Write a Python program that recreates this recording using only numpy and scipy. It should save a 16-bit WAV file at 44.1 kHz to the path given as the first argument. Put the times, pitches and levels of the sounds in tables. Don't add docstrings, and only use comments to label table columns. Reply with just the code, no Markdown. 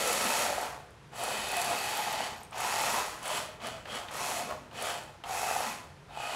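import sys
import numpy as np
from scipy import signal
from scipy.fft import rfft, irfft
from scipy.io import wavfile
from scipy.ndimage import uniform_filter1d

SR = 44100
rng = np.random.default_rng(int(sys.argv[2]) if len(sys.argv) > 2 else 0)


def undo_db(level):
    steps = np.asarray(level, float) / 20
    return 10 ** steps


def wrap_up_sound(samples):
    columns = np.atleast_2d(samples).T
    tamed = np.clip(columns, -1, 1)
    steps = np.round(tamed * 32767).astype(np.int16)
    wavfile.write(sys.argv[1], SR, steps)


N = 280035
TIME_S = np.arange(N) / SR
SLOW_TIME_S = TIME_S[::32]


def evened(x):
    return x / np.sqrt(np.mean(x ** 2) + 1e-20)


def read(points, hz):
    f, value = np.transpose(points)
    return np.interp(np.log(hz + 1), np.log(f + 1), value)


def control(table, column):
    rows = np.vstack(table)
    return np.interp(TIME_S, rows[:, 0], rows[:, column])


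def wander(seconds):
    size = max(round(seconds * SR), 1)
    return evened(uniform_filter1d(uniform_filter1d(rng.standard_normal(N), size), size))


def add(mix, start_s, sound):
    part = mix[round(start_s * SR):][:len(sound)]
    part += sound[:len(part)]


def resonate(x, hz, width_hz):
    r = np.exp(-np.pi * width_hz / SR)
    return signal.lfilter([1 - r * r, 0, r * r - 1], [2, -4 * r * np.cos(2 * np.pi * hz / SR), 2 * r * r], x)


def glide(x, hz, width_hz):
    turn = np.exp(2j * np.pi * np.cumsum(hz) / SR)
    r = np.exp(-np.pi * width_hz / SR)
    once = signal.lfilter([1 - r], [1, -r], x / turn)
    twice = signal.lfilter([1 - r], [1, -r], once)
    return evened((turn * twice).real)


def causal(gain_db):
    log_gain = np.log(undo_db(np.maximum(gain_db, -100)))
    circle = np.concatenate([log_gain, log_gain[-2:0:-1]])
    return np.fft.ifft(np.exp(np.conj(signal.hilbert(circle)))).real[:2048]


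def band_rms(x, lo_hz, hi_hz):
    sos = signal.butter(4, [lo_hz, hi_hz], "bandpass", fs=SR, output="sos")
    return np.std(signal.sosfilt(sos, x))


def impacts(per_s, spread_db, smooth):
    shaft_hz, depth = 139, .12
    size = undo_db(spread_db * np.minimum(rng.exponential(1, N), 3.2)) * rng.choice([-1., 1.], N)
    blows = evened(size * (rng.random(N) < per_s / SR))
    turns_per_s = shaft_hz * (1 + .03 * evened(uniform_filter1d(rng.standard_normal(N), 4000)))
    throb = 1 + depth * np.cos(2 * np.pi * np.cumsum(turns_per_s) / SR)
    return throb * (blows + smooth * rng.standard_normal(N))


def scattered(per_s, level_db, hz, detune):
    when, size, pitch = rng.random((round(per_s * N / SR), 3)).T
    at = (when * (N - 1)).astype(int)
    pitch_hz = (hz * np.ones(N))[at] * (1 + detune * (2 * pitch - 1))
    return list(zip(TIME_S[at], level_db[at] - 6 * size, pitch_hz))


def speed(start_s, powered_s, spin_up_s, coast_s):
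    drag = 0.14
    rising = 1 - np.exp(-np.clip(SLOW_TIME_S - start_s, 0, powered_s) / spin_up_s)
    coasting = np.exp(-np.maximum(SLOW_TIME_S - start_s - powered_s, 0) / coast_s)
    return np.maximum((rising + drag) * coasting - drag, 0)


# (start [s], powered [s], spin-up [s], coast-down [s],
# gear whirr at full speed [dB], start jolt before layer scaling [share of full speed])
MOTOR_BURSTS = [(-.5, .93, .06, 0.26, -35.5, 0), (.4, 0.24, 0.028, 0.2, -45.5, 0),
                (1.109, 0.37, 0.067, 0.5, -39.5, 0.17), (1.49, .76, 0.022, .2, -39, .3),
                (2.507, .45, 0.064, 0.32, -37, 0.17), (3.2, 0.067, 0.036, 0.11, -41, 0.031),
                (3.255, 0.12, 0.039, 0.19, -37.5, .5), (3.596, 0.073, 0.051, 0.22, -38, 0.48),
                (3.851, .11, 0.056, 0.17, -39, 0.48), (4.081, 0.3, 0.051, .25, -41.5, 0.51),
                (4.709, 0.19, 0.068, 0.21, -38.5, 0.21), (5.236, 0.45, 0.052, 0.21, -42, 0.62),
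                (6.084, .4, 0.09, .2, -42.5, 0.42)]
WHIRR_LAW, DRUM_LAW, TREBLE_LAW, TYRE_LAW = 2.05, 1.6, 2.54, 1.22


def effort_db(law, jolted=0):
    lurch_s = 0.054
    power = 1e-12
    for start_s, powered_s, spin_up_s, coast_s, db, jolt in MOTOR_BURSTS:
        since_s = SLOW_TIME_S - start_s
        lurch = jolted * np.clip(jolt, 0, 1) * (since_s >= 0) * np.exp(-abs(since_s) / lurch_s)
        turning = speed(start_s, powered_s, spin_up_s, coast_s)
        power = power + undo_db(2 * db) * (turning + lurch) ** (2 * law)
    return np.interp(TIME_S, SLOW_TIME_S, 10 * np.log10(power))


# (time [s], side [share], rear [share])
CAR_FACING = [(0, 0.53, .3), (.5, 0.66, 0.04), (1.15, 0.1, 0.44), (1.4, 0.06, 0.4), (1.9, 0.2, 0.3),
              (2.3, 0.35, 0.35), (2.6, 1, 0.2), (3.1, 0.8, 0), (3.25, 0.2, 0.87), (3.7, 0.34, 0.9),
              (4.05, .05, 0.8), (4.15, 0.9, 0.2), (4.6, 1, 0.2), (4.75, 0.15, 0.8), (5.1, 0.2, 0.7),
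              (5.25, 1, 0.1), (5.8, 0.75, 0), (6.15, 0, 0.9), (6.35, 0.1, 0.5)]


def facing():
    side, rear = (np.clip(control(CAR_FACING, column), 0, 1) for column in (1, 2))
    shares = np.array([np.maximum(1 - side - rear, 0), side, rear])
    return shares / shares.sum(axis=0)


# (frequency [Hz], relative density [dB per Hz])
GEAR_COLOUR = [(180, -42.5), (300, -25), (545, -7.5), (838, 3.5), (1040, 0), (1520, -13), (2220, -10),
               (2580, -12.5), (3970, -17), (7830, -17), (9240, -20), (10700, -21), (15700, -33.5)]
# (frequency [Hz], width [Hz], from front [dB], from side [dB], from rear [dB])
SHELL_RINGS = [(382, 19, 12.5, 5.5, 5), (1750, 120, 1, -23, -2), (1937, 46, 10, 0, -13),
               (2993, 93, 1.5, -33, 14.5), (3310, 360, -19, -16, 9), (3710, 110, 9.5, -10, -5),
               (4300, 180, 7, 0.5, 7), (4650, 59, 11.5, 0, 10), (5570, 170, -16, 4, -15),
               (6000, 50, -34, 3, -18), (6730, 380, -4, 3.5, -4), (7700, 470, 2.5, -2, 4.5),
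               (8470, 150, -10, -3, -2), (10050, 180, 2, 2, 6), (10700, 340, 10, 5, 3),
               (12000, 170, -3, 7, -17), (12700, 180, 12, 8, -4)]


def shell_colour(face):
    hz = np.fft.rfftfreq(4096, 1 / SR)
    rings = sum(undo_db(2 * row[2 + face]) / (1 + (2 * (hz - row[0]) / row[1]) ** 2) for row in SHELL_RINGS)
    dip_db = -14. * np.exp(-(np.log((hz + 1) / 850) / 0.34) ** 2)
    return causal(read(GEAR_COLOUR, hz) + dip_db + 10 * np.log10(1 + rings))


# (time [s], gear treble over whirr [dB],
# housing ring over whirr [dB], upper drum ring over drumming [dB], tyre rumble over whirr [dB])
LAYER_BALANCE = [(0, 1, -14, -15, -14.5), (.25, 1, -10, -2, -14), (.6, 0, -14, -8, -17),
                 (1.2, 4, -9, -12, -17.5), (1.45, -2.5, -8, -17, -17.5), (1.62, -0.5, -9, -10, -15.5),
                 (1.95, -1, -10, -8, -23), (2.2, -7, -20, -30, -16), (2.65, -1.5, -14, -5, -18),
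                 (2.95, -0.5, -13, -10, -19.5), (3.3, 3.5, -16, -5.5, -21.5), (3.7, -4.5, -11, -4.5, -10),
                 (3.95, -2.5, -19, -3.5, -12.5), (4.3, 3.5, -11, -16, -16), (4.6, -4, -10, -15, -0.5),
                 (4.85, 0.5, -12, -2.5, -18), (5.3, 2.5, -12, -11.5, -22), (5.5, 2.5, -6, 0, -19),
                 (5.68, -1.5, -13, -7, -9), (6.0, -4, -13, -19, -20), (6.22, -1, -0.5, 0, -20),
                 (6.35, -4, -15, -11, -22)]


def gears(level_db, treble_db):
    rattle = impacts(per_s=3000, spread_db=-1.0, smooth=0.71)
    faces = [signal.oaconvolve(rattle, shell_colour(face))[:N] for face in range(3)]
    whirr = sum(share * x / band_rms(x, 1700, 6000) for share, x in zip(facing(), faces))
    hz = np.fft.rfftfreq(N, 1 / SR)
    treble = irfft(rfft(whirr) / (1 + (6000 / (hz + 1)) ** 4), N)
    housing_hz = 2540 * (1 + .01 * wander(.08))
    housing_db = control(LAYER_BALANCE, 2) + 1.0 * wander(0.081)
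    housing = undo_db(housing_db) * glide(rattle, housing_hz, 270.0)
    return undo_db(level_db) * (whirr - treble + housing) + undo_db(treble_db) * treble


# (frequency [Hz], width [Hz], relative level [dB])
LOW_DRUM_RINGS = [(502, 10, -1), (583, 130, 5.5), (623, 15.5, -4.5), (716, 36, -0.5), (770, 72, 1.5),
                  (830, 32, -1), (885, 71, 4.5), (993, 120, 12)]
# (frequency [Hz], width [Hz], relative gain [dB])
HIGH_DRUM_RINGS = [(1205, 200, 13.5), (1304, 30, 4), (1440, 27, -24.5)]
# (time [s], drumming over whirr [dB], centre [Hz], spread [octaves])
FLOOR_BOARDS = [(0.0, 1, 580, 0.17), (.15, -5, 707, 0.22), (.38, -7.5, 716, 0.16), (.47, -1, 724, 0.14),
                (.75, 1.5, 764, 0.23), (1.3, -1.5, 694, 0.25), (1.45, -6.5, 710, 0.19),
                (1.55, -3.5, 750, .12), (1.74, -0.5, 720, 0.23), (1.82, -6, 810, 0.11),
                (1.9, -1, 830, 0.092), (2.25, -5, 760, 0.15), (2.65, -1.5, 865, 0.13),
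                (2.8, -4.5, 820, 0.1), (3.05, -0.5, 810, 0.42), (3.35, -4, 790, 0.36), (3.7, -5, 680, 0.29),
                (3.95, -4.5, 674, 0.2), (4.2, -1, 790, 0.36), (4.37, 0.5, 710, 0.1), (4.47, -2, 695, 0.3),
                (4.51, 8, 700, 0.27), (4.62, 1.5, 690, 0.32), (4.85, -3, 690, 0.21), (5.3, -0.5, 770, 0.17),
                (5.5, -1, 770, 0.094), (5.75, -2.5, 830, 0.29), (6.2, -1.5, 760, 0.11),
                (6.35, 0.5, 720, 0.17)]


def drumming(level_db):
    lumps_db, lumps_s = 1.38, 0.056
    shake = impacts(per_s=460, spread_db=-1.0, smooth=0.75)
    centre_hz = control(FLOOR_BOARDS, 2)
    spread_oct = np.clip(control(FLOOR_BOARDS, 3), .08, 1)
    weights = [undo_db(db - 3.6 * (np.log2(hz / centre_hz) / spread_oct) ** 2) for hz, _, db in LOW_DRUM_RINGS]
    low = sum(w * evened(resonate(shake, hz, width_hz))
              for w, (hz, width_hz, _) in zip(weights, LOW_DRUM_RINGS))
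    low /= np.sqrt(sum(w ** 2 for w in weights))
    upper = evened(sum(undo_db(db) * resonate(shake, hz, width_hz) for hz, width_hz, db in HIGH_DRUM_RINGS))
    low_lumps = undo_db(lumps_db * wander(lumps_s))
    upper_lumps = undo_db(lumps_db * wander(lumps_s))
    return undo_db(level_db) * (low_lumps * low + upper_lumps * undo_db(control(LAYER_BALANCE, 3)) * upper)


# (start [s], end [s], frequency [Hz], level over drumming [dB])
CHASSIS_WHINES = [(0.0, .127, 497, -5), (0.103, 0.6, 572, -2.5), (0.0, 0.48, 1324, -4.5),
                  (.274, 0.463, 890, -0.5), (.438, .88, 721, -4), (1.18, 1.427, 708, -3),
                  (1.204, 1.55, 1406, -7), (1.494, 1.797, 710, -2.5), (1.503, 1.95, 2600, -10),
                  (1.815, 2.338, 833, -2.5), (2.505, 2.708, 731, -0.5), (3.26, 3.526, 612, -2),
                  (3.61, 3.814, 637, 1), (3.855, 4.047, 3240, -6), (4.214, 4.508, 704, -6),
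                  (4.454, 4.603, 1120, -5), (5.247, 5.614, 760, 1), (5.303, 5.792, 833, -3),
                  (5.33, 5.75, 2540, -12), (6.09, 6.18, 3660, -13), (6.163, 6.335, 2900, -8),
                  (6.168, 6.353, 2484, -6)]


def whines(drum_db):
    shake = impacts(per_s=670, spread_db=1.5, smooth=1.0)
    waver = 1 + .012 * wander(.05)
    out = np.zeros(N)
    for start_s, end_s, hz, db in CHASSIS_WHINES:
        span = slice(round(start_s * SR), round(end_s * SR))
        tone = glide(shake[span], hz * waver[span], 35 + .02 * hz)
        add(out, start_s, undo_db(db) * tone * signal.windows.tukey(len(tone), .1))
    return undo_db(drum_db) * out


def rumble():
    tyre_lumps_db, deep_db, deep_swell_db = 2.5, -65.5, 3.5
    rolling = impacts(per_s=360, spread_db=2.0, smooth=1.0)
    tyres = resonate(resonate(rolling, 227, 76.0), 227, 76.0)
    deep = resonate(resonate(rng.standard_normal(N), 60, 45.), 60, 45.)
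    tyres_db = effort_db(TYRE_LAW) + control(LAYER_BALANCE, 4) + tyre_lumps_db * wander(0.064)
    return undo_db(tyres_db) * evened(tyres) + undo_db(deep_db + deep_swell_db * wander(0.13)) * evened(deep)


# (frequency [Hz], relative density [dB per Hz])
AIR_COLOUR = [(15, -44), (25, -19), (49, -10.5), (87, -4), (117, -6), (183, -8), (240, -15), (360, -11.5),
              (700, -15.5), (1000, -15), (1500, -17.5), (3000, -24.5), (6000, -31.5), (11000, -38.5),
              (13000, -47), (15700, -53)]
# (frequency [Hz], level [dB])
APPLIANCE_HUM = [(119, -65.5), (142, -63.5)]


def quiet_room():
    air_db = -55
    colour = undo_db(read(AIR_COLOUR, np.fft.rfftfreq(N, 1 / SR)))
    air = evened(irfft(rfft(rng.standard_normal(N)) * colour, N))
    hum = sum(undo_db(db) * evened(resonate(rng.standard_normal(N), hz, 3.7)) for hz, db in APPLIANCE_HUM)
    return undo_db(air_db) * air + hum


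# (time [s], peak [dB], frequency [Hz])
TOOTH_TICKS = [(0.0751, -24, 10500), (0.1285, -22, 10400), (0.391, -25, 10700), (0.612, -33, 10900),
               (0.7562, -51, 8502), (0.9058, -53, 9800), (1.2365, -26, 10000), (1.487, -30, 10700),
               (1.516, -29, 10700), (1.5674, -24, 10900), (1.5972, -30, 10900), (1.6151, -23, 10500),
               (1.645, -26, 10600), (1.703, -33, 8590), (1.7872, -32, 12000), (1.8924, -31, 12000),
               (1.9708, -26, 11900), (2.1256, -31, 12100), (2.366, -48, 12700), (2.4315, -40, 8800),
               (2.4484, -44, 8810), (2.5087, -46, 8580), (2.58, -36, 9940), (2.605, -30, 10300),
               (2.818, -27, 10900), (3.2285, -36, 10700), (3.256, -29, 8690), (3.2784, -27, 9230),
               (3.3706, -35, 10700), (3.6695, -35, 10400), (4.1121, -41, 9990), (4.1395, -36, 10900),
               (4.1673, -34, 10800), (4.8233, -28, 10400), (5.035, -44, 8500), (5.2853, -41, 9780),
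               (6.1739, -49, 9110)]


def ticks(treble_db):
    small_per_s, small_over_treble_db, small_hz, top_db = 5, 8, 10400, -6
    t = np.arange(600) / SR
    rows = TOOTH_TICKS + scattered(small_per_s, treble_db + small_over_treble_db, small_hz, 0.04)
    out = np.zeros(N)
    for (start_s, db, hz), noise in zip(rows, rng.standard_normal((len(rows), len(t)))):
        snap = noise * (1 - np.exp(-t / 0.00032)) * np.exp(-t / 0.0028)
        ring = evened(resonate(resonate(snap, hz, 1400), hz, 1400))
        body = evened(resonate(resonate(snap, 8900, 5000), 8400, 5000))
        top = evened(resonate(resonate(snap, 13000, 3000), 13000, 3000))
        sound = ring + 1.3 * body + undo_db(top_db) * top
        add(out, start_s, undo_db(db) * sound / abs(sound).max())
    return out


# (time [s], level before envelope [dB], frequency [Hz])
WHEEL_KNOCKS = [(0.32, -19, 920), (0.581, -14.5, 716), (1.28, -18, 800), (1.534, -18, 810),
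                (1.71, -15.5, 735), (1.751, -21, 770), (1.99, -17.5, 815), (2.205, -16, 815),
                (2.527, -31, 865), (2.648, -15, 915), (2.839, -18, 835), (2.93, -28, 880), (2.96, -17, 920),
                (3.256, -26, 660), (3.302, -20.5, 990), (4.492, -24, 660), (4.824, -20, 610),
                (5.24, -36, 780), (5.295, -20.5, 810), (5.431, -15, 760), (5.511, -15, 746),
                (5.564, -16, 804), (5.605, -15, 790), (6.173, -20.5, 830), (6.201, -20, 770),
                (6.294, -20.5, 730)]


def knocks(drum_db):
    small_per_s, small_over_drum_db = 3.5, 19
    t = np.arange(1500) / SR
    envelope = (1 - np.exp(-t / .001)) * np.exp(-t / 0.0022)
    small = scattered(small_per_s, drum_db + small_over_drum_db, control(FLOOR_BOARDS, 2), 0.14)
    out = np.zeros(N)
    for start_s, db, hz in WHEEL_KNOCKS + small:
        add(out, start_s, undo_db(db) * envelope * np.sin(2 * np.pi * hz * t))
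    return out


# (start [s], length [s], level before slips and fade [dB], frequency [Hz], slips [per s])
BEARING_SQUEALS = [(1.74, .3, -52, 12100, 360), (1.755, 0.17, -54, 14800, 60), (1.95, .17, -52, 12000, 400),
                   (2.364, .08, -56, 12300, 99)]


def squeal():
    fade_db, slip_decay_s = 5, .004
    rubbing = impacts(per_s=340, spread_db=-5.0, smooth=.4)
    out = np.zeros(N)
    for start_s, length_s, db, hz, per_s in BEARING_SQUEALS:
        t = np.arange(0, length_s, 1 / SR)
        slips = np.exp(-(t * per_s % 1) / per_s / slip_decay_s)
        whistle = glide(rubbing[round(start_s * SR):][:len(t)], hz * np.ones(len(t)), 400.)
        add(out, start_s, undo_db(db - fade_db * t / length_s) * slips * whistle)
    return out


# (time [s], peak [dB], frequency [Hz])
GEAR_CLUNKS = [(2.529, -38.5, 2547), (3.255, -32, 1884), (3.6026, -42, 3150), (3.8559, -36, 1810),
               (4.0844, -32, 2100), (4.712, -44, 1670), (5.238, -33.5, 2700), (6.085, -53, 1770)]


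def clunks():
    t = np.arange(1500) / SR
    out = np.zeros(N)
    for (start_s, db, hz), noise in zip(GEAR_CLUNKS, rng.standard_normal((len(GEAR_CLUNKS), len(t)))):
        burst = noise * np.exp(-t / 0.007)
        wide = resonate(resonate(resonate(burst, 2300, 2700), 2300, 2700), 2300, 2700)
        sound = evened(resonate(burst, hz, 470)) + 0.71 * evened(wide)
        add(out, start_s, undo_db(db) * sound / abs(sound).max())
    return out


# (frequency [Hz], t60 [s])
ROOM_DECAY = [(200, 0.99), (1000, 0.43), (4000, 0.39), (12000, 0.35)]


def room(x):
    taps = np.zeros(SR)
    at = np.arange(200, SR - 20, 20)
    taps[at + rng.integers(0, 20, len(at))] = rng.choice([-1., 1.], len(at))
    hz, t, z = signal.stft(taps, SR, nperseg=256)
    decay = undo_db(-60 * t / read(ROOM_DECAY, hz)[:, None])
    tail = signal.istft(z * decay, SR, nperseg=256)[1]
    return signal.fftconvolve(x, tail / np.linalg.norm(tail))[:N]


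def scene():
    whirr_db = effort_db(WHIRR_LAW, jolted=0.27)
    drum_db = effort_db(DRUM_LAW, jolted=0.92) + control(FLOOR_BOARDS, 1)
    treble_db = effort_db(TREBLE_LAW) + control(LAYER_BALANCE, 1)
    car = gears(whirr_db, treble_db) + drumming(drum_db) + whines(drum_db)
    car = car + ticks(treble_db) + knocks(drum_db) + squeal() + clunks()
    return (car + undo_db(-9.0) * room(car) + rumble() + quiet_room())[None]


def low_pass(x):
    return signal.sosfilt(signal.butter(12, 16640, fs=SR, output="sos"), x)


def record(dry):
    edge_hz = 15790
    edge = signal.firwin(511, edge_hz, window=("kaiser", 9), fs=SR)
    mix = signal.oaconvolve(dry, edge[None], "same")
    return low_pass(mix)


dry = scene()
out = record(dry)
wrap_up_sound(out)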